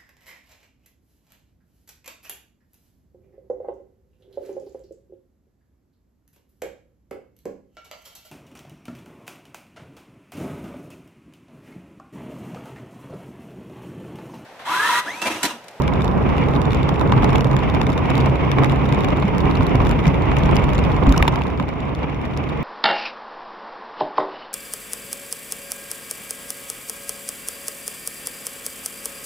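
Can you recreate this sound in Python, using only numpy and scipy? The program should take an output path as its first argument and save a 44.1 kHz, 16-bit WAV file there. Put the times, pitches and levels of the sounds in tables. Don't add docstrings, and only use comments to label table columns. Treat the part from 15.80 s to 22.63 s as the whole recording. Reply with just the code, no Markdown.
import sys
import numpy as np
from scipy.fft import rfft, irfft, next_fast_len
from scipy.io import wavfile
from scipy.ndimage import map_coordinates

SR = 44100
rng = np.random.default_rng(int(sys.argv[2]) if len(sys.argv) > 2 else 0)


def unload_audio(sound):
    columns = np.transpose(np.atleast_2d(sound))
    steps = np.round(np.clip(columns, -1, 1) * 32767)
    wavfile.write(sys.argv[1], SR, steps.astype(np.int16))


N = 301203

# time in seconds, wind in dB, road rumble in dB.
RIDE_LEVELS = [(0, -23.5, -22), (3.3, -25, -21.5), (4.2, -25, -21.5), (5.38, -22, -21), (5.9, -32.5, -28.5),
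               (6.83, -31, -26.5)]
# centre in seconds, half length in seconds, extra shake in dB.
ROUGH_PATCHES = [(0.593, 0.14, 0.9), (1.404, 0.2, 3), (2.416, 0.08, 1.6), (2.853, 0.076, 2),
                 (4.012, 0.086, 1.4), (4.718, 0.044, 2.9)]
# frequency in Hz, gain in dB.
WIND_EQ = [(15, -29), (28, -29), (45, -1), (60, -5.5), (90, -2.5), (125, -5.5), (170, -6), (260, -11),
           (500, -72)]
ROAD_EQ = [(60, -35), (110, -7), (155, -0.5), (210, -6), (280, -1.5), (345, -7.5), (410, -7), (620, -11.5),
           (1020, -10.5), (1300, -18), (1700, -26), (3000, -61), (6000, -87)]
HISS_EQ = [(900, -10), (1600, -12.5), (1950, -0.5), (2250, 2), (2500, -1.5), (2850, -3), (3200, -8),
           (3600, -13.5), (4100, -22.5), (5500, -29), (7200, -37), (8500, -56), (16000, -69)]
SPRAY_EQ = [(2500, -23), (3650, 2.5), (4200, -9), (5400, -7.5), (7200, -21.5), (8500, -33), (10800, -16),
            (16000, -22)]
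# start in seconds, end in seconds, level in dB.
LOW_GUST = (3.55, 5.3, -26.5)
# time in seconds, level in dB.
HISS_LEVELS = [(0, -42.5), (.45, -38.5), (.65, -36.5), (1.1, -37.5), (1.85, -37.5), (2.1, -37.5),
               (2.3, -33), (3.55, -36), (4.75, -33.5), (5.3, -36), (5.85, -42), (6.83, -38.5)]
# time in seconds, crank turns per second.
CRANK_SPEED = [(0, 68.5), (.6, 68.4), (1.7, 66.4), (2.4, 67.6), (2.8, 66.1), (3.3, 67.3), (5.2, 67.5),
               (5.9, 69), (6.83, 70.5)]
# time in seconds, level in dB.
HUM_LEVELS = [(0, -28), (1.7, -33), (2.9, -30), (3.3, -33.5), (5, -26.5), (5.85, -33), (6.83, -35)]
DRONE_LEVELS = [(0, -34), (.9, -24), (1.25, -29.5), (1.45, -21.5), (1.78, -18.5), (1.88, -33),
                (2.05, -24.5), (2.21, -36.5), (2.33, -21), (2.48, -19), (2.61, -38), (2.8, -16.5),
                (3.1, -30.5), (3.6, -31.5), (4.9, -26), (5.9, -38.5), (6.83, -33.5)]
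# start in seconds, level in dB, thud pitch in Hz, fairing boom over the thud in dB.
BUMPS = [(2.778, -17.5, 124, 0), (3.119, -7.5, 138, -8.5), (3.439, -8, 191, -11), (3.792, -12.5, 103, 1),
         (3.945, -4, 127, -14), (4.265, -3, 159, -13), (4.692, -16, 139, -19), (5.274, -1, 50.3, -6.5),
         (5.294, -5, 52, -5), (5.408, -4.5, 66, -20), (5.8, -17.5, 179, -2.5), (6.564, -16, 70, -16)]
# start in seconds, level in dB, centre pitch in Hz.
SQUEAKS = [(5.339, -16.5, 1360), (5.373, -20, 1030), (5.401, -22, 1200), (5.479, -22, 953),
           (5.533, -23.5, 826)]
# start in seconds, end in seconds, level in dB.
CLATTER = (5.33, 5.5, -32.5)
# start in seconds, level in dB, ring pitch in Hz.
KNOCKS = [(1.092, -12, 980), (1.323, -6.5, 990), (1.336, -14, 1110), (1.377, -8.5, 834), (1.431, -9, 796),
          (1.445, -8, 835), (1.495, -12, 620), (1.551, -9.5, 554), (1.764, -17, 520), (2.015, -11, 970),
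          (2.177, -17.5, 1020), (2.785, -9, 566), (2.835, -7.5, 885), (3.426, -12.5, 580),
          (3.808, -10.5, 576), (4.002, -10, 1050), (4.517, -10.5, 633), (4.606, -16.5, 880),
          (4.691, -9.5, 795), (4.884, -15.5, 511), (4.989, -22, 940), (5.324, -23, 900), (5.426, -13, 880),
          (5.453, -16, 850), (5.479, -8, 926), (5.611, -16, 930), (5.798, -13, 1030)]
# time in seconds, contact
# level in dB, ring pitch in Hz, ring level in dB.
JAW_STRIKES = [(.02, -30, 3650, -34), (0.079, -31.5, 2360, -29), (.137, -36, 3650, -35),
               (0.22, -34, 3630, -34), (0.245, -30.5, 5270, -40), (.279, -37, 3670, -29),
               (0.581, -36, 2800, -29), (.686, -34, 3650, -33), (.753, -37, 3650, -35),
               (0.817, -31, 3600, -34), (.92, -36, 3650, -35), (0.932, -33, 2740, -30),
               (.947, -34, 3650, -35), (1.091, -30, 3600, -30), (1.159, -42, 2780, -29),
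               (1.212, -29.5, 3650, -41), (1.321, -32, 2780, -25), (1.444, -27, 3000, -32),
               (1.504, -33, 3620, -48), (1.53, -33, 3630, -38), (1.557, -26.5, 2730, -23),
               (1.582, -32, 3650, -40), (1.608, -29, 3600, -32), (1.645, -29.5, 3560, -39),
               (1.713, -35, 3620, -33.5), (1.766, -29.5, 2380, -35), (1.899, -35, 3600, -32),
               (1.948, -31.5, 2290, -30), (2.015, -28, 2270, -29), (2.068, -31.5, 2750, -39),
               (2.102, -31, 5300, -47), (2.12, -38, 3650, -33), (2.13, -35, 3650, -39),
               (2.178, -32, 2760, -30), (2.303, -30.5, 3620, -35), (2.354, -30, 3700, -29),
               (2.379, -28, 3660, -37), (2.404, -35, 3620, -30), (2.46, -30, 3650, -39),
               (2.716, -27, 2370, -25), (2.785, -40, 2300, -22), (2.835, -33.5, 2790, -25),
               (2.845, -28, 2310, -25), (2.859, -36, 3680, -38), (2.897, -34, 2280, -36),
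               (2.921, -32.5, 3700, -45), (3.056, -37, 3650, -37), (3.09, -37, 3650, -40),
               (3.125, -29.5, 2250, -29), (3.147, -36, 3650, -42), (3.207, -33, 3650, -51),
               (3.246, -29, 2330, -23), (3.286, -35, 3650, -38), (3.371, -40, 3650, -44),
               (3.4, -35, 3650, -47), (3.582, -28.5, 3650, -37), (3.605, -36.5, 3650, -30),
               (3.712, -37, 3650, -32), (3.754, -34, 3680, -30), (3.831, -34, 3700, -44),
               (3.867, -29.5, 3700, -31), (3.955, -29, 3620, -33), (4.05, -35, 3650, -45),
               (4.069, -30.5, 3460, -34), (4.093, -30, 3700, -39), (4.112, -27.5, 3600, -31),
               (4.255, -36, 2310, -23), (4.269, -29, 3500, -29), (4.279, -31, 5800, -27),
               (4.515, -40, 2080, -28), (4.568, -31, 2300, -24), (4.586, -35, 6160, -32),
               (4.635, -35, 3340, -29), (4.659, -34, 3650, -44), (4.757, -27, 7060, -34),
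               (4.766, -27, 2900, -22), (4.767, -35, 4800, -25), (4.841, -30.5, 3750, -43),
               (4.934, -33, 3650, -35), (4.948, -41, 6200, -35), (4.99, -31, 2290, -34),
               (5.04, -34, 3650, -42), (5.268, -35, 3650, -38), (5.293, -29, 4400, -31),
               (5.324, -24.5, 3420, -36), (5.364, -35, 2800, -31), (5.378, -21.5, 5830, -18.5),
               (5.426, -22, 2300, -12), (5.445, -43, 3670, -43), (5.479, -23, 2880, -18),
               (5.483, -25, 3420, -29), (5.523, -47, 6000, -42), (5.558, -32, 3230, -27.5),
               (5.619, -41, 2700, -24), (5.669, -38.5, 3650, -44), (5.799, -39, 2790, -30),
               (5.889, -38.5, 3700, -45), (6.15, -37, 3650, -35), (6.452, -42, 3650, -44),
               (6.574, -31, 5000, -34), (6.696, -41, 3680, -44)]
# frequency in Hz, gain in dB.
TICK_EQ = [(300, -10), (1000, 34.5), (2500, 16), (3100, 6.5), (3650, 13.5), (4300, 2), (5400, 1),
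           (6300, -3.5), (7100, -8), (8500, -15.5), (10800, -9), (13500, -16.5), (16000, -22.5)]
# pitch in Hz, level in dB.
JAW_MODES = [(2870, 8.5), (3620, -16.5), (5350, 1), (7100, 3)]
RATTLE_PITCHES = [2310, 2810, 3600]
# frequency in Hz, left-right correlation from -1 to 1.
PORT_LIKENESS = [(60, 0.5), (140, 0.82), (200, 0.22), (280, -0.17), (440, 0.5), (700, 0.28), (1000, 0.27),
                 (1600, -0.06), (1900, 0.77), (2400, 0.67), (3000, -0.33), (5000, 0), (15000, -0.27)]
# frequency in Hz, left minus right in dB.
PORT_BALANCE = [(100, 0.5), (250, -1), (380, -5.5), (900, -6), (1200, -6.5), (1600, 3), (2300, -0.5),
                (2900, 6), (3600, 7.5), (4500, 1), (6000, 11), (7200, -9.5), (8300, 1), (11000, 4),
                (15000, -8)]

TIME = np.arange(N) / SR
STRIKE_S = .003


def amp(db):
    return 10 ** (np.asarray(db) / 20)


def along(points, hz):
    freqs, values = np.transpose(points)
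    return np.interp(np.log(hz + 1), np.log(freqs + 1), values)


def curves(rows):
    times, *columns = np.transpose(rows)
    return [np.interp(TIME, times, column) for column in columns]


def wobble(rate):
    knots = rng.standard_normal(int(N * rate / SR) + 4)
    return map_coordinates(knots, [TIME * rate])


def filtered(x, response):
    size = x.shape[-1]
    padded = next_fast_len(size + size // 10)
    return irfft(rfft(x, padded) * response(np.fft.rfftfreq(padded, 1 / SR)), padded)[..., :size]


def stereo_noise(eq):
    def mid_side_gains(hz):
        width = np.arccos(np.clip(along(PORT_LIKENESS, hz), -1, 1)) / 2
        return amp(along(eq, hz)) * [np.cos(width), np.sin(width)]
    mid, side = filtered(rng.standard_normal((2, N)), mid_side_gains)
    return np.array([mid + side, mid - side]) / np.std(mid)


def add(track, s, sound):
    start = int(np.clip(round(s * SR), 0, N - 1))
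    track[..., start:start + sound.shape[-1]] += sound[..., :N - start]


def blow(t, rise_s, decay_s):
    return (1 - np.exp(-t / rise_s)) * np.exp(-t / decay_s)


def shaking():
    wind_db, rumble_db = curves(RIDE_LEVELS)
    extra_db = sum(db * np.exp(-((TIME - s) / half) ** 2) for s, half, db in ROUGH_PATCHES)
    return wind_db + 1.6 * extra_db, rumble_db + extra_db


def wind(trim_db=1.5, flutter_db=0.95):
    return amp(shaking()[0] + trim_db + flutter_db * wobble(22)) * stereo_noise(WIND_EQ)


def low_gust(fade_s=0.16):
    start, end, db = LOW_GUST
    fade = np.clip(np.minimum(TIME - start, end - TIME) / fade_s, 0, 1)
    return amp(db) * fade * stereo_noise([(20, -36), (45, 0), (75, -9), (130, -23), (300, -77)])


def road_rumble(lumps, trim_db=-1.09, lump_db=1.87):
    return amp(shaking()[1] + trim_db + lump_db * lumps) * stereo_noise(ROAD_EQ)


def tyre_hiss(lumps, trim_db=-1.55, lump_db=1.97, flutter_db=0.99,
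              swish_db=3.4, period_s=.444, dip_s=.345, swish_end_s=2.27):
    swish = -np.tanh(2 * np.cos(2 * np.pi * (TIME - dip_s) / period_s))
    fade = np.clip((swish_end_s - TIME) / (period_s / 2) + .5, 0, 1)
    level_db = curves(HISS_LEVELS)[0] + trim_db + swish_db * swish * fade
    return amp(level_db + lump_db * lumps + flutter_db * wobble(22)) * stereo_noise(HISS_EQ)


def spray(trim_db=-39, grain_db=1.5):
    return amp(curves(RIDE_LEVELS)[1] + trim_db + grain_db * wobble(500)) * stereo_noise(SPRAY_EQ)


def engine(hum_trim_db=1.5, drone_trim_db=0.5, puff_db=-10):
    (speed,), (hum_db,), (drone_db,) = curves(CRANK_SPEED), curves(HUM_LEVELS), curves(DRONE_LEVELS)
    turns = np.cumsum(speed * (1 + .004 * wobble(14))) / SR
    drone = amp(drone_db + drone_trim_db + 1.1 * wobble(33)) * np.sin(4 * np.pi * turns)
    hum = amp(hum_db + hum_trim_db + wobble(7.7)) * np.sin(2 * np.pi * turns)
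    firing = np.exp(-3.5 * (turns / 2 % 1)) * rng.standard_normal(N)
    muffler_eq = [(60, -48), (150, -11), (400, -7), (1000, -32.5), (2500, -28), (6000, -79)]
    puffs = filtered(firing, lambda hz: amp(along(muffler_eq, hz)))
    puffs /= np.sqrt(np.mean(puffs ** 2))
    exhaust = amp(shaking()[1] + puff_db) * puffs
    return np.sqrt(2) * (hum + drone) + exhaust


def bumps(trim_db=-3, rise_s=0.0073, boom_hz=262):
    out, t = np.zeros(N), np.arange(SR // 8) / SR
    swell = t / rise_s * np.exp(1 - t / rise_s)
    for s, db, hz, boom_db in BUMPS:
        detune, phase = rng.standard_normal(2)
        thud = np.sin(2 * np.pi * hz * t)
        boom = amp(boom_db) * np.sin(2 * np.pi * (boom_hz * np.exp(0.014 * detune) * t + phase))
        add(out, s, amp(db + trim_db) * swell * (thud + boom))
    return out


def squeaks(length_s=0.013, sag=0.071, roughness=0.81):
    out, progress = np.zeros(N), np.arange(int(length_s * SR)) / (length_s * SR)
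    envelope = np.sin(np.pi * np.sqrt(progress))
    for s, db, hz in SQUEAKS:
        pitch = hz * (1 + sag * (.5 - progress))
        add(out, s, amp(db) * envelope * np.sin(2 * np.pi * np.cumsum(pitch) / SR))
    return out * (1 + roughness * wobble(490))


def tick(low_cut_hz, bounce_db, tilt_db_per_octave=0, pivot_hz=5500,
         rise_s=0.00059, decay_s=0.00084, ring_s=.0011, lag_samples=24):
    def colour(hz):
        tilt_db = tilt_db_per_octave * np.log2((hz + 1) / pivot_hz)
        low_cut = hz ** 2 / (hz ** 2 + (0.96 * low_cut_hz) ** 2)
        return amp(along(TICK_EQ, hz) + tilt_db) * low_cut
    t = np.arange(SR // 40) / SR
    since_strike = np.maximum(t - STRIKE_S, 0)
    since_bounce = np.maximum(since_strike - rng.uniform(0.00566, 0.01164), 0)
    touch = amp(-11) * (t / STRIKE_S) ** 2 * (t < STRIKE_S)
    bounce = amp(bounce_db + rng.uniform(-6, 4)) * blow(since_bounce, rise_s, decay_s)
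    force = touch + blow(since_strike, rise_s, decay_s) + bounce
    grit = rng.standard_normal(len(t)) + 1.69 * rng.standard_normal((2, len(t)))
    ring = sum(amp(db - 13) * rng.standard_normal((2, 1)) * np.sin(2 * np.pi * hz * since_strike)
               for hz, db in JAW_MODES)
    left, right = filtered(force * grit, colour) + ring * blow(since_strike, rise_s, ring_s)
    return np.array([np.roll(left, lag_samples), right])


def shell_ring(hz, rise_s=0.00019, decay_cycles=5.5, spacing=0.18):
    t = np.arange(SR // 60) / SR
    mode_hz = hz * np.exp(spacing * np.array([[-1], [0], [1]]) + 0.025 * rng.standard_normal((2, 3, 1)))
    modes = np.sin(2 * np.pi * (mode_hz * t + 0.13 * rng.standard_normal((2, 3, 1))))
    return blow(t, rise_s, decay_cycles / hz) * (modes * [[.4], [1], [.4]]).sum(axis=1)


def rattle(per_s=17.1, jitter=0.18, tick_db=-30.5, ring_db=-28, scatter_db=2.6):
    out, rumble_db = np.zeros((2, N)), shaking()[1]
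    shake_db = rumble_db - np.median(rumble_db) + 0.5 * wobble(4.83)
    for k, (late, size, pick) in enumerate(rng.standard_normal((int(per_s * N / SR), 3))):
        s = np.clip((k + .5 + jitter * late) / per_s, 0, (N - 1) / SR)
        db = shake_db[int(s * SR)] + scatter_db * min(size, 1)
        hz = RATTLE_PITCHES[int(np.digitize(pick, [-.5, .5]))]
        add(out, s - STRIKE_S, amp(db + tick_db) * tick(hz, bounce_db=-5))
        add(out, s, amp(db + ring_db) * shell_ring(hz))
    return out


def clatter(count=30, hz=1350, pitch_scatter=0.36, tick_db=-15, scatter_db=8):
    start, end, db = CLATTER
    out = np.zeros((2, N))
    for when, (pitch, size) in zip(np.linspace(start, end, count), rng.standard_normal((count, 2))):
        s = when + rng.uniform(-.003, .003)
        add(out, s, amp(db) * shell_ring(hz * np.exp(pitch_scatter * pitch)))
        add(out, s, amp(db + tick_db + scatter_db * size) * tick(hz, bounce_db=-6))
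    return out


def knocks(ring_db=-3, scuff_db=-4.5):
    ring, hits, t = np.zeros((2, N)), np.zeros(N), np.arange(SR // 20) / SR
    for s, db, hz in KNOCKS:
        hit = amp(db) * blow(t, rise_s=0.00031, decay_s=0.0035)
        add(ring, s, hit * np.sin(2 * np.pi * hz * t + rng.normal(0, 1, (2, 1))))
        add(hits, s, hit)
    scuff_eq = [(150, -29), (450, -9), (1000, 8), (1700, -11), (2600, -13.5), (4500, -26), (9000, -51)]
    return amp(ring_db) * ring + amp(scuff_db) * hits * stereo_noise(scuff_eq)


def chatter(tick_trim_db=10, ring_trim_db=7, hard_db=-29.5, small_count=300, small_db=-21):
    out = np.zeros((2, N))
    for s, db, hz, ring_db in JAW_STRIKES:
        tilt = 0.65 * max(db - hard_db, 0)
        bounce_db = min(-43 - db, -5)
        add(out, s - STRIKE_S, amp(db + tick_trim_db) * tick(hz, bounce_db, tilt))
        add(out, s, amp(ring_db + ring_trim_db) * shell_ring(hz))
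    shake_db = shaking()[1] + small_db
    for sample, size in zip(rng.integers(0, N, small_count), rng.standard_normal(small_count)):
        db = shake_db[sample] + 4 * min(size, 1.5)
        add(out, sample / SR, amp(db) * tick(low_cut_hz=1400, bounce_db=-2))
    return out


def scene():
    def port_gains(hz):
        gains = amp(np.outer([1, -1], along(PORT_BALANCE, hz)) / 2)
        return gains / np.sqrt(np.mean(gains ** 2, axis=0))
    ride = engine() + wind()
    lumps = wobble(70)
    ride += road_rumble(lumps) + tyre_hiss(lumps) + spray() + low_gust() + bumps()
    holder = knocks() + squeaks() + clatter() + chatter() + rattle()
    return filtered(ride + holder, port_gains)


def record(dry):
    rounded = dry / (1 + np.abs(dry) ** 8) ** (1 / 8)
    return filtered(rounded, lambda hz: hz < 16000)


dry = scene()
out = record(dry)
unload_audio(out)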